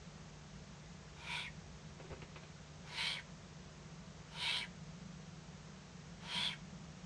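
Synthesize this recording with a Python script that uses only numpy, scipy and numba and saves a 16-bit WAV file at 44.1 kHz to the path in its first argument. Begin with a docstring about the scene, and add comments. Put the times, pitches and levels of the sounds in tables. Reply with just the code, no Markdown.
"""On a rock ledge at night, a young eagle owl begs four times.
In each call turbulent air excites the resonances of windpipe and beak; the lower beak resonance
slides down as the beak shuts, and the rock reflects the sound. The bird shuffles and preens after
the first call, over mains hum, a low rumble and hiss."""
import sys
import numpy as np
from scipy import signal
from scipy.fft import rfft, irfft
from scipy.io import wavfile
from numba import njit

SR = 44100
rng = np.random.default_rng(int(sys.argv[2]) if len(sys.argv) > 2 else 0)


def wav_record(signal):
    """Record a signal, one row per channel, as 16-bit PCM in the file named by sys.argv[1]."""
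    frames = np.transpose(np.atleast_2d(signal))
    bounded = np.clip(frames, -1, 1)
    # unit amplitude maps onto the largest positive 16-bit level
    quanta = np.round(bounded * 32767).astype(np.int16)
    wavfile.write(sys.argv[1], SR, quanta)


N = 310905
T = np.arange(N) / SR

# begging calls, levels relative: (hardest push [s], beak wide after it [s], beak shut after it [s],
#   opening rate [dB/s], rattle depth [dB], hiss [dB], rush [dB], sizzle [dB], windpipe [dB],
#   lower resonance [Hz], level [dB], whistled share [0-1], squeak [dB], final slide [share],
#   main resonance [Hz], width [Hz], arch [share], level [dB], crescendo [dB/s], whistled share [0-1],
#   overtone [Hz], level [dB])
CALLS = [(1.320, 0.029, 0.16, 125, 1, -9.5, -54.5, -64, -51.5, 2360, -42.5, 0.36, -44, 0.23, 3370, 320, .02, -47.5, 24, .35, 3720, -49.5),
         (3.008, -.013, .190, 214, 1.8, -8, -50.5, -60.5, -51, 2254, -41.5, 0.06, -45, 0.31, 3173, 302, 0.0201, -42, 32, 0.45, 4050, -43.7),
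         (4.466, -.040, .184, 227, 2.5, -8, -52, -58.5, -47.5, 2287, -43, 0.3, -44.5, 0.3, 3130, 320, .045, -40, 12, .36, 3920, -42),
         (6.371, -0.013, .170, 182, 0.5, -7.5, -50, -59.5, -49, 2310, -45, 0.06, -43.5, 0.33, 3304, 340, .08, -39.5, 4, 0.55, 4070, -46.5)]
# windpipe resonances: (frequency [Hz], width [Hz], relative level [dB])
WINDPIPE_MODES = [(962, 69, 0.5), (658, 41, -13.5), (1490, 185, -3)]
# whistles where the air catches inside a call: (time [s], frequency [Hz], relative level [dB])
CATCHES = [(1.384, 1465, -45.5), (1.421, 3340, -47), (2.985, 2933, -45), (4.474, 3750, -39),
           (4.492, 2640, -41)]
# air hissing past the beak: (frequency [Hz], spectral level [dB])
BEAK_HISS = [(200, -15), (450, -6), (1200, 0), (2200, 10.5), (3500, 7), (4400, 5), (5200, -0.5), (6000, -5),
             (7000, -7.5), (8300, -4), (9250, -7.5), (10500, -13.5), (12400, -20)]
# soft rush from the open throat: (frequency [Hz], spectral level [dB])
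THROAT_RUSH = [(250, -6), (600, 2.5), (900, 1.5), (1200, 2.5), (1600, 3.5), (2500, 1), (4500, -5),
               (5400, -1.5), (6100, -6), (7000, -8.5), (9000, -49)]
# scuffs of claws and feathers: (time [s], level [dB], rise [s], decay [s], thump [dB], scratch [dB])
SCUFF_EVENTS = [(1.997, -54, 0.0035, 0.012, 4, -3), (2.040, -59.5, .0041, 0.037, 6.5, -3),
                (2.097, -53, 0.0088, 0.023, 4.5, -12), (2.118, -59, 0.0046, 0.02, 3, -8),
                (2.127, -53.5, 0.0011, 0.006, 5, -14), (2.168, -58, .002, 0.0089, 4, -10),
                (2.219, -48.5, 0.0008, 0.0037, -3, 0), (2.225, -52.5, 0.001, 0.005, 4, -3),
                (2.357, -53.5, 0.0033, 0.016, 0, 1), (2.430, -56.5, 0.0051, 0.0082, -11, -1)]
# gritty scrape: (frequency [Hz], spectral level [dB])
GRIT_SPECTRUM = [(150, -8), (400, 1), (600, 4), (1200, -2), (2500, -8), (3600, -17), (5000, -17),
                 (9000, -59)]
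# thump of the bird's weight: (frequency [Hz], spectral level [dB])
THUMP_SPECTRUM = [(25, -17), (65, 3.5), (130, -2.5), (280, -8.5), (410, -1), (560, -12), (1500, -68)]
# crisp scratch of a claw: (frequency [Hz], spectral level [dB])
CLAW_SPECTRUM = [(600, -17), (1500, 1.5), (2500, 2), (3500, -6), (4800, -12), (9000, -49)]
# reflections from the rock: (delay [s], level [dB])
ROCK_ECHOES = [(.0043, -19), (.0079, -10), (0.0133, -9), (0.0206, -12.5)]
# mains hum: (harmonic [number], level [dB])
HUM_HARMONICS = [(1, -69), (2, -77), (3, -59.5), (5, -78), (7, -79.5), (9, -92.5), (11, -85), (13, -77.5)]
# steady background: (frequency [Hz], spectral level [dB])
NIGHT_SPECTRUM = [(20, -17.5), (38, 2), (58, 11.5), (88, 12.5), (110, 8.5), (200, 2), (295, -4), (410, 2.5),
                  (600, -1.5), (1200, -3.5), (2500, -8), (5000, -10.5), (6500, -9), (8000, -17.5)]
# slow contour of the rumble: (time [s], level [dB])
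RUMBLE_CONTOUR = [(0, -57.5), (1.2, -62), (1.6, -57.5), (2.4, -61), (4.5, -58.5), (4.85, -54), (5.5, -60),
                  (6.1, -56.5), (7.05, -54)]


def owlet(gain_db=-1.31, lead_s=.195, ring_s=.065):
    """Superposition of the four calls and the brief whistles that break through them."""
    calls = np.zeros(N)
    for row in CALLS:
        push, _, shut_after = row[:3]
        span = (T >= push - lead_s) & (T <= push + shut_after + ring_s)
        calls[span] = beg(T[span], row)
    return (calls + air_catches()) * undb(gain_db)


def beg(t, row, fade_in_s=.056, cutoff_s=.0045):
    """Source and filter: uneven puffs of air excite the windpipe and the closing beak."""
    (push, wide_after, shut_after, opening, rattle_db, hiss_db, rush_db, sizzle_db, pipe_db,
     low_hz, low_db, low_share, squeak_db, slide,
     main_hz, main_width, arch, main_db, crescendo, main_share, over_hz, over_db) = row
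    # the push of air and the movement of the beak time every level
    wide, shut = push + wide_after, push + shut_after
    narrows, squeak_at = shut - .063, shut - .0243
    beak = swell(t, wide, narrows, opening, fall_db_per_s=318)
    pipe_gain = undb(pipe_db) * swell(t, push, push, 86, 69)
    low_gain = undb(low_db) * swell(t, push, push + .026, 169, 101)
    squeak_gain = undb(squeak_db) * swell(t, squeak_at, squeak_at, 163, 135)
    main_gain = beak * undb(main_db - crescendo * (narrows - np.clip(t, wide, narrows)))
    over_gain = beak * undb(over_db - 25 * np.maximum(t - push, 0))
    rush_gain = undb(rush_db) * swell(t, push - .03, shut - .089, 68, 118)
    settled = np.clip((t - push) / (narrows - push) * 2, 0, 1)  # 0 to 1 after the push
    rasp, flow = syrinx(t, rattle_db * settled)
    waver = 1 + .00788 * flutter(44.4, t)
    lower = lower_resonance(t, flow, low_hz * waver, shut, slide, low_share)
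    # the main resonance arches up as the beak gapes, and turns partly from hiss to whistle
    gape = np.sin(np.pi * np.clip((t - wide) / (squeak_at - wide), 0, 1)) ** 2
    arched_hz = main_hz * waver * (1 + arch * (gape - .5))
    main = voiced(t, flow, arched_hz, main_width, main_share * settled, jitter=.0403)
    overtone = resonance(flow, over_hz * waver, width_hz=770, skirt=1.44)
    pipe = windpipe(t, rasp, push, waver)
    # broad hiss follows the effort, over the rush of the throat and the sizzle at the beak's edge
    effort = np.sqrt(low_gain ** 2 + .5 * main_gain ** 2 + over_gain ** 2 + pipe_gain ** 2)
    hiss = undb(hiss_db) * effort * flow * noise(BEAK_HISS, len(t))
    rush = rush_gain * flow * noise(THROAT_RUSH, len(t))
    sizzle = undb(sizzle_db) * beak * resonance(flow, hz=8800, width_hz=1000)
    call = np.maximum(low_gain, squeak_gain) * lower + main_gain * main + over_gain * overtone
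    call += pipe_gain * pipe + hiss + rush + sizzle
    fade_in = np.clip((t - t[0]) / fade_in_s, 0, 1)
    return call * fade_in * np.exp(-np.maximum(t - shut, 0) / cutoff_s)


def syrinx(t, rattle_db, rasp_db=1.36):
    """Amplitude modulation by the flapping, slack syrinx: a fine rasp, alone and with a slower rattle."""
    rasp = unit(undb(rasp_db * flutter(900, t)))
    rattle = unit(undb(rattle_db * flutter(261.9, t)))
    return rasp, rasp * rattle


def lower_resonance(t, flow, hz, shut, slide, open_share, squeak_share=.66, slide_s=.023):
    """Flow through the narrowing beak partly locks onto a resonance, a squeak that drops steeply."""
    closing = np.clip((t - shut) / slide_s + 1, 0, 1) ** 1.5
    lock = np.interp(t, [shut - .08, shut - .05], [open_share, squeak_share])
    return voiced(t, flow, hz * (1 - slide * closing), width_hz=450, share=lock, jitter=.04)


def windpipe(t, rasp, push, waver, flat_share=.14, glide_s=.09, whistle_db=2.5, whistle_s=.03):
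    """Tube resonance: the modes rise into tune, and the strongest whistles briefly at the push."""
    tuned_at = push - .082
    tuning = 1 - flat_share * np.clip((tuned_at - t) / glide_s, 0, 1)
    modes = unit(sum(undb(db) * resonance(rasp, hz * tuning, width) for hz, width, db in WINDPIPE_MODES))
    whistle = rasp * tone(WINDPIPE_MODES[0][0] * waver * (1 + .014 * flutter(500, t)))
    return modes + undb(whistle_db) * np.exp(-((t - push) / whistle_s) ** 2) * whistle


def air_catches(width_s=.011):
    """Flow-induced tones: catching air gives unsteady whistles under Gaussian envelopes."""
    wobble = 1 + .016 * flutter(700, T)
    return sum(undb(db) * np.exp(-((T - at) / width_s) ** 2) * tone(hz * wobble)
               for at, hz, db in CATCHES)


def voiced(t, flow, hz, width_hz, share, jitter):
    """Incoherent sum: a share of a resonance's power passes from noise to a rough whistle."""
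    breath = resonance(flow, hz, width_hz)
    whistle = flow * tone(hz * (1 + jitter * flutter(700, t)))
    return np.sqrt(1 - share) * breath + np.sqrt(share) * whistle


def resonance(flow, hz, width_hz, skirt=2.4):
    """Forced resonance: turbulence drives a band-pass, and a second pass steepens its skirts."""
    hz = hz * np.ones(len(flow))
    ring = bandpass(flow * rng.standard_normal(len(flow)), hz, float(width_hz))
    return unit(bandpass(ring, hz, float(width_hz * skirt)))


def scuffs():
    """Friction and impact: gritty scrapes, each with a scratch of claw and a thump of body weight."""
    grain = unit(undb(1.6 * flutter(900, T)))
    grit, scratch = grain * noise(GRIT_SPECTRUM), grain * noise(CLAW_SPECTRUM)
    thump, out = noise(THUMP_SPECTRUM), np.zeros(N)
    for at, db, rise, decay, thump_db, scratch_db in SCUFF_EVENTS:
        contact = np.clip((T - at) / rise, 0, 1) * np.exp(-np.maximum(T - at - rise, 0) / decay)
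        out += undb(db) * contact * (grit + undb(thump_db) * thump + undb(scratch_db) * scratch)
    return out


def ledge(x, t60_s=.22, tail_db=-10.5):
    """Reflection and scattering: close rock faces add discrete echoes and a short diffuse tail."""
    t = T[:SR // 3]
    tail = rng.standard_normal(len(t)) * np.exp(-np.log(1000) * t / t60_s) * (t > .004)
    response = undb(tail_db) * tail / np.linalg.norm(tail)
    response[0] = 1  # direct sound
    for delay, db in ROCK_ECHOES:
        response[int(delay * SR)] += undb(db)
    return signal.fftconvolve(x, response / np.linalg.norm(response))[:N]


def hum(mains_hz=50.02):
    """A harmonic series on the mains frequency, mostly odd multiples."""
    return sum(np.sqrt(2) * undb(db) * np.sin(2 * np.pi * (round(k) * mains_hz * T + rng.random()))
               for k, db in HUM_HARMONICS)


def background(night_db=-57.0, waver_db=1.65):
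    """Stationary broadband noise, and narrowband noise heard as a hollow rumble that swells and ebbs."""
    night = lowpass(noise(NIGHT_SPECTRUM), hz=8100) * undb(night_db)
    rumble_db = np.interp(T, *np.transpose(RUMBLE_CONTOUR)) + waver_db * flutter(9, T)
    rumble = resonance(np.ones(N), hz=175.2, width_hz=45.3, skirt=.93)
    return night + rumble * undb(rumble_db)


def swell(t, start, end, rise_db_per_s, fall_db_per_s):
    """Exponential growth to 1 at start, a hold until end, then exponential decay."""
    return undb(-rise_db_per_s * np.maximum(start - t, 0) - fall_db_per_s * np.maximum(t - end, 0))


def undb(db):
    """Amplitude ratio of a level in decibels."""
    return 10 ** (np.asarray(db) / 20)


def unit(x):
    """Normalisation to rms 1."""
    return x / np.sqrt(np.mean(x ** 2))


def noise(points, size=N):
    """Spectral shaping of white noise by (frequency [Hz], level [dB]) points, at rms 1."""
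    hz, db = np.transpose(points)
    bins_hz = np.maximum(np.fft.rfftfreq(size, 1 / SR), 1)
    gain = undb(np.interp(np.log(bins_hz), np.log(hz), db))
    return unit(irfft(rfft(rng.standard_normal(size)) * gain, size))


def flutter(per_s, t):
    """Random modulation: Gaussian values joined by straight lines."""
    knots = np.arange(t[0], t[-1] + 1 / per_s, 1 / per_s)
    return np.interp(t, knots, rng.standard_normal(len(knots)))


def tone(hz):
    """A sine of rms 1 whose phase is the integral of its frequency."""
    return np.sqrt(2) * np.sin(2 * np.pi * np.cumsum(hz) / SR)


def lowpass(x, hz):
    """Elliptic low-pass with a steep edge."""
    return signal.sosfilt(signal.ellip(8, .2, 70, hz, fs=SR, output="sos"), x)


@njit
def bandpass(x, hz, width_hz):
    """A damped oscillator with a moving centre frequency, in state-variable form."""
    y, band_state, low_state = np.empty(len(x)), 0., 0.
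    for i in range(len(x)):
        step, damping = np.tan(np.pi * hz[i] / SR), width_hz / hz[i]
        band = (band_state + step * (x[i] - low_state)) / (1 + step * (step + damping))
        band_state = 2 * band - band_state
        low_state += 2 * step * band
        y[i] = damping * band
    return y


def scene():
    """Superposition of the echoed bird, hum and background, alike in both channels."""
    mono = ledge(owlet() + scuffs()) + hum() + background()
    return np.array([mono, mono])


def record(dry):
    """Band limiting removes the highest treble."""
    return lowpass(dry, hz=12500)


dry = scene()
out = record(dry)
wav_record(out)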